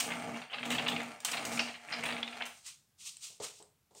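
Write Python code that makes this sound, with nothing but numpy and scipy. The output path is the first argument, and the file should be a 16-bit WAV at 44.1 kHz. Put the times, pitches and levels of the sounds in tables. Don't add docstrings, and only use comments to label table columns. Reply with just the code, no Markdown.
import sys
import numpy as np
from scipy import signal
from scipy.fft import rfft, irfft
from scipy.io import wavfile

SR = 44100
rng = np.random.default_rng(int(sys.argv[2]) if len(sys.argv) > 2 else 0)


def wav_record(signal):
    frames = np.transpose(np.atleast_2d(signal))
    bounded = np.clip(frames, -1, 1)
    quanta = np.round(bounded * 32767).astype(np.int16)
    wavfile.write(sys.argv[1], SR, quanta)


N = 176400
ROOM_T60_S = 0.37

# start, fastest moment and stop in seconds, then the relative levels
# of the rumble and of the grinding in dB.
PUSHES = [(-.16, 0.18, 0.45, -42.5, -40.5), (0.5, 0.79, 1.2, -41.5, -42.3),
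          (1.215, 1.466, 1.736, -43.5, -39.5), (1.8, 1.928, 2.5, -56, -46.5), (1.87, 2.086, 2.27, -45, -45),
          (2.167, 2.28, 2.52, -57, -50)]
# frequency in Hz, gain in dB.
CASTER_TONE = [(300, -23.5), (450, -10), (750, -0.5), (1400, -3.5), (2000, 2), (2700, 3.5), (3600, -2.5),
               (5300, 0), (9000, -1.5), (16000, -18)]


def undb(db):
    return 10 ** (np.asarray(db) / 20)


def unit(x):
    return x / np.sqrt(np.mean(x ** 2) + 1e-20)


def along(table, hz):
    freqs, values = np.array(table).T
    return np.interp(np.log(hz + 1), np.log(freqs), values)


def colour(x, points):
    size = 4096
    cepstrum = irfft(np.log(undb(along(points, np.fft.rfftfreq(size, 1 / SR)))))
    cepstrum[1:size // 2] *= 2
    cepstrum[size // 2 + 1:] = 0
    return signal.fftconvolve(x, irfft(np.exp(rfft(cepstrum))))[:len(x)]


def patchy(points, count=130, ripple_db=3.2):
    hz = np.geomspace(300, 16000, count)
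    return list(zip(hz, along(points, hz) + ripple_db * rng.standard_normal(count)))


def cut(x, hz, kind, order):
    return signal.sosfilt(signal.butter(order, hz, kind, fs=SR, output="sos"), x)


def wander(hz):
    return unit(np.interp(np.arange(N) / SR * hz, np.arange(2000), rng.standard_normal(2000)))


def add(out, start_s, x, db):
    i = max(int(start_s * SR), 0)
    x = x[:N - i]
    out[i:i + len(x)] += x * undb(db) * np.sqrt(SR / np.sum(x ** 2))


def ring(t, t60):
    energy = (t >= 0) * np.exp(-np.log(10 ** 6) * np.abs(t) / t60)
    return energy / np.sum(energy)


def room_tone():
    # frequency in Hz, gain in dB.
    tone = [(30, -14.5), (90, -5), (160, -5.5), (280, -16.5), (500, -21), (9000, -27), (15500, -27)]
    return unit(colour(rng.standard_normal(N), tone)) * undb(-74.5)


def tap(tone, t60, wet_db):
    t = np.arange(SR // 2) / SR
    fade = np.sqrt(ring(t, t60) + undb(wet_db) ** 2 * ring(t, t60=0.35))
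    return colour(rng.standard_normal(len(t)) * fade, tone)


def clothing_ticks():
    # start in seconds, relative level in dB.
    ticks = [(3.169, -50.5), (3.625, -57), (3.95, -61)]
    # frequency in Hz, gain in dB.
    tone = [(800, -20), (4000, -5), (6000, -13), (8200, 8), (10000, -12), (15000, -32)]
    out = np.zeros(N)
    for start, db in ticks:
        add(out, start, tap(tone, t60=0.012, wet_db=-5), db - 18.5)
    return out


def cloth_swishes(t):
    # peak time in seconds, relative level in dB, rise and fall in seconds, low cut in Hz.
    moves = [(1.56, -44.5, 0.032, 0.1, 3500), (2.581, -59.5, 0.05, 0.12, 3520),
             (2.678, -43.5, 0.018, 0.041, 1706), (3.016, -50.5, 0.016, 0.13, 2400),
             (3.076, -42, 0.019, 0.039, 2500), (3.252, -42.5, 0.023, 0.052, 2376),
             (3.445, -38, 0.015, 0.038, 1360), (3.59, -57, 0.057, 0.035, 2500),
             (3.982, -55.5, 0.02, 0.04, 2870)]
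    # frequency in Hz, gain in dB.
    tone = [(650, -4.5), (1200, 6.5), (1650, -6.5), (2500, 0), (4500, 0.5), (7000, 1.5), (8900, 1),
            (10200, -13), (15500, -19)]
    out = np.zeros(N)
    for peak, db, rise, fall, low_hz in moves:
        rub = colour(rng.standard_normal(N // 4), tone)
        hiss = unit(cut(rub, low_hz, "high", order=5) + 0.098 * rub)
        swell = np.exp(np.where(t < peak, -.5 * ((t - peak) / rise) ** 2, (peak - t) / fall))
        out += np.resize(hiss, N) * undb(db - 1.5) * swell
    return out * undb(0.89 * wander(200))


def slipper_steps():
    # start in seconds, relative level in dB.
    footfalls = [(3.299, -64), (3.4, -40.5), (3.601, -55), (3.909, -63.5), (3.949, -57.5)]
    # frequency in Hz, gain in dB.
    tone = [(60, -21), (150, -5.5), (310, -8), (450, 1), (600, -1), (950, -4.5), (1200, -13.5), (2500, -25),
            (4000, -17.5), (8500, -17.5), (11000, -43.5)]
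    out, t = np.zeros(N), np.arange(SR // 2) / SR
    hollow_hz = 418
    hollow = np.sin(2 * np.pi * hollow_hz * t) * np.sqrt(ring(t, t60=0.38))
    for start, db in footfalls:
        add(out, start, tap(tone, t60=0.19, wet_db=4), db - 19)
        add(out, start, hollow, db - 27)
    return out


def chatter(length_s, t60, wet_db, count=5):
    t = np.arange(SR * 3 // 5) / SR
    jitter, strength = rng.random((2, count))
    rebound_s = (np.arange(count) + jitter) / count * length_s
    rebound_db = -3.5 + 10 * (strength - .5)
    rebounds = sum(ring(t - s, t60) * undb(db) ** 2 for s, db in zip(rebound_s, rebound_db))
    energy = ring(t, t60) + rebounds
    echo = ring(t - length_s / 2, ROOM_T60_S) * undb(wet_db) ** 2
    return rng.standard_normal(len(t)) * np.sqrt(energy / np.sum(energy) + echo)


def caster_clacks():
    # start in seconds, relative level in dB, length of the rebounds in seconds.
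    clacks = [(.001, -30.5, 0.0042), (.005, -34, 0.0041), (0.654, -46, 0.009), (0.703, -37, 0.023),
              (0.747, -46, .004), (0.88, -40, 0.02), (1.032, -52.5, 0.0031), (1.203, -50, 0.0015),
              (1.248, -30, 0.0035), (1.315, -37, 0.0048), (1.451, -35.5, 0.0025), (1.523, -42, 0.013),
              (2.036, -44.5, 0.0058), (2.056, -41.5, 0.0076), (2.455, -45, 0.015)]
    # frequency in Hz, gain in dB.
    tone = [(300, -24), (750, -6.5), (1300, -2), (1700, -8), (2700, 3), (4200, -3.5), (7000, -1), (8700, 1),
            (10200, -11), (15500, -12)]
    out = np.zeros(N)
    for start, db, length in clacks:
        add(out, start, colour(chatter(length, t60=0.017, wet_db=1), patchy(tone)), db - 17.5)
    return out


def caster_knocks():
    # start in seconds, relative level in dB, ring pitch in Hz.
    knocks = [(0.783, -33, 3380), (0.883, -28.5, 3440), (0.963, -34.5, 2500), (1.574, -36, 2500),
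              (1.592, -29, 2700), (2.124, -38, 3500), (2.229, -32.5, 3420), (2.277, -42, 3620),
              (2.421, -36, 3120)]
    out, width_hz = np.zeros(N), 350
    for start, db, hz in knocks:
        blow = colour(chatter(0.002, t60=0.02, wet_db=-4), patchy(CASTER_TONE))
        ringing = undb(8.5) * signal.lfilter(*signal.iirpeak(hz, hz / width_hz, SR), blow)
        add(out, start, cut(blow + ringing, 4330, "low", order=6), db - 19)
    return out


def caster_rattles():
    # start in seconds, relative level in dB, length of the rebounds in seconds, high cut in Hz.
    rattles = [(0.104, -33, 0.021, 3660), (0.343, -40.5, 0.026, 3370), (0.417, -44, .008, 4240),
               (0.499, -47.5, 0.014, 3420), (0.517, -40, 0.025, 3560), (0.534, -35, 0.014, 4300),
               (.583, -39, .012, 4250), (0.63, -35, 0.032, 4040), (0.705, -29.5, 0.028, 4140),
               (0.75, -35, 0.0076, 4300), (0.788, -33, 0.013, 4030), (0.864, -31.5, 0.012, 3970),
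               (0.913, -37.5, 0.0092, 4100), (1, -39, .008, 3800), (1.283, -37.5, 0.0079, 4020),
               (1.332, -33.5, 0.015, 4040), (1.37, -35, 0.011, 4600), (1.594, -30.5, 0.014, 6000),
               (1.675, -40, 0.02, 4250), (1.741, -44.5, 0.016, 4030), (1.886, -41.5, 0.035, 3402),
               (1.923, -32, 0.019, 4930), (2.026, -34, 0.015, 2900), (2.053, -32.5, 0.018, 3630),
               (2.089, -34.5, 0.022, 3930), (2.166, -39, 0.026, 4100), (2.328, -46, 0.0058, 4650),
               (2.406, -36, 0.0092, 2760)]
    out = np.zeros(N)
    for start, db, length, top_hz in rattles:
        rattle = colour(chatter(length, t60=0.02, wet_db=-2.5), patchy(CASTER_TONE))
        add(out, start, cut(rattle, top_hz, "low", order=10), db - 18.5)
    return out


def push_power(t, levels_db, exponent):
    speeds = np.array([np.sin(np.pi / 2 * np.interp(t, row[:3], [0, 1, 0])) for row in PUSHES])
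    return undb(levels_db) ** 2 @ speeds ** (2 * exponent)


def grit(spread_db, per_s=2600):
    hit = rng.random(N) < per_s / SR
    size_db = spread_db * np.minimum(rng.exponential(size=N), 5)
    bumps_db = 1.5 * wander(45.69)
    return unit(hit * undb(size_db + bumps_db) * rng.choice([-1, 1], N))


def table_rumble(t):
    # frequency in Hz, width in Hz, gain in dB.
    modes = [(82.4, 19, -10), (131.2, 12, -.5), (172, 24, -1), (247, 25, -3), (293.7, 30, -1.5),
             (468, 22, 1), (588, 30, -4), (670.2, 21, 4), (816, 31, 0), (927, 20, -5), (1200, 60, -5)]
    # time in seconds, level in dB around which it wavers.
    boom_swell = [(0.0, -56), (0.07, -49.5), (0.37, -47), (0.51, -79.5), (0.61, -52.5), (0.74, -41),
                  (0.77, -55), (0.9, -42.5), (1.1, -50), (1.14, -69.5), (1.22, -75.5), (1.33, -53.5),
                  (1.53, -46), (1.69, -51.5), (1.74, -65), (1.92, -72), (1.96, -49), (2.07, -54),
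                  (2.14, -43.5), (2.5, -67), (2.6, -89)]
    power = push_power(t, np.array(PUSHES)[:, 3], exponent=1.45)
    drive = np.sqrt(np.abs(signal.fftconvolve(power, ring(t, t60=0.35))[:N]))
    shake = grit(spread_db=1.5)
    wood = sum((-1) ** k * undb(db) * signal.lfilter(*signal.iirpeak(hz, hz / width, SR), shake)
               for k, (hz, width, db) in enumerate(modes))
    rumble = drive * unit(cut(wood, 73, "high", order=3)) * undb(-1)
    boom_hz = 238.2 + 3.5 * wander(40)
    boom = unit(np.sin(2 * np.pi * np.cumsum(boom_hz) / SR))
    boom_db = np.interp(t, *np.array(boom_swell).T, right=-np.inf) + 2.2 * wander(16)
    return rumble + boom * undb(boom_db)


def wheel_grind(t):
    # frequency in Hz, gain in dB.
    wheel_tone = [(360, -12), (470, -3), (700, 7), (1000, -2), (1600, -1.5), (2500, -1), (3400, -10),
                  (4500, -12.5), (7000, -16), (16000, -38)]
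    # frequency in Hz, gain in dB.
    fine_tone = [(1000, -22.5), (4000, -1), (7000, -6), (8800, 8), (10200, -12), (15500, -15)]
    power = push_power(t, np.array(PUSHES)[:, 4], exponent=0.6)
    creep = undb(-57) * (t > 1) * (t < 2.53)
    coarse = colour(grit(spread_db=5.5), patchy(wheel_tone, count=360))
    coarse = unit(cut(coarse, 450, "high", order=2)) * undb(-2.5)
    fine = unit(colour(grit(spread_db=4.8), fine_tone)) * undb(-18)
    wet = undb(-1)
    direct = (coarse + fine) * np.sqrt((power + creep ** 2) / (1 + wet ** 2))
    tail_t = np.arange(SR * 3 // 5) / SR
    room_tail = rng.standard_normal(len(tail_t)) * np.sqrt(ring(tail_t, ROOM_T60_S))
    return direct + wet * signal.fftconvolve(direct, room_tail)[:N]


def scene():
    t = np.arange(N) / SR
    rolling = table_rumble(t) + wheel_grind(t)
    casters = caster_rattles() + caster_knocks() + caster_clacks()
    person = cloth_swishes(t) + slipper_steps() + clothing_ticks()
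    mono = rolling + casters + person + room_tone()
    return np.array([mono, mono])


def record(dry):
    top_cut = signal.ellip(10, .2, 70, 15750, fs=SR, output="sos")
    return signal.sosfilt(top_cut, cut(dry, 48, "high", order=2))


dry = scene()
out = record(dry)
wav_record(out)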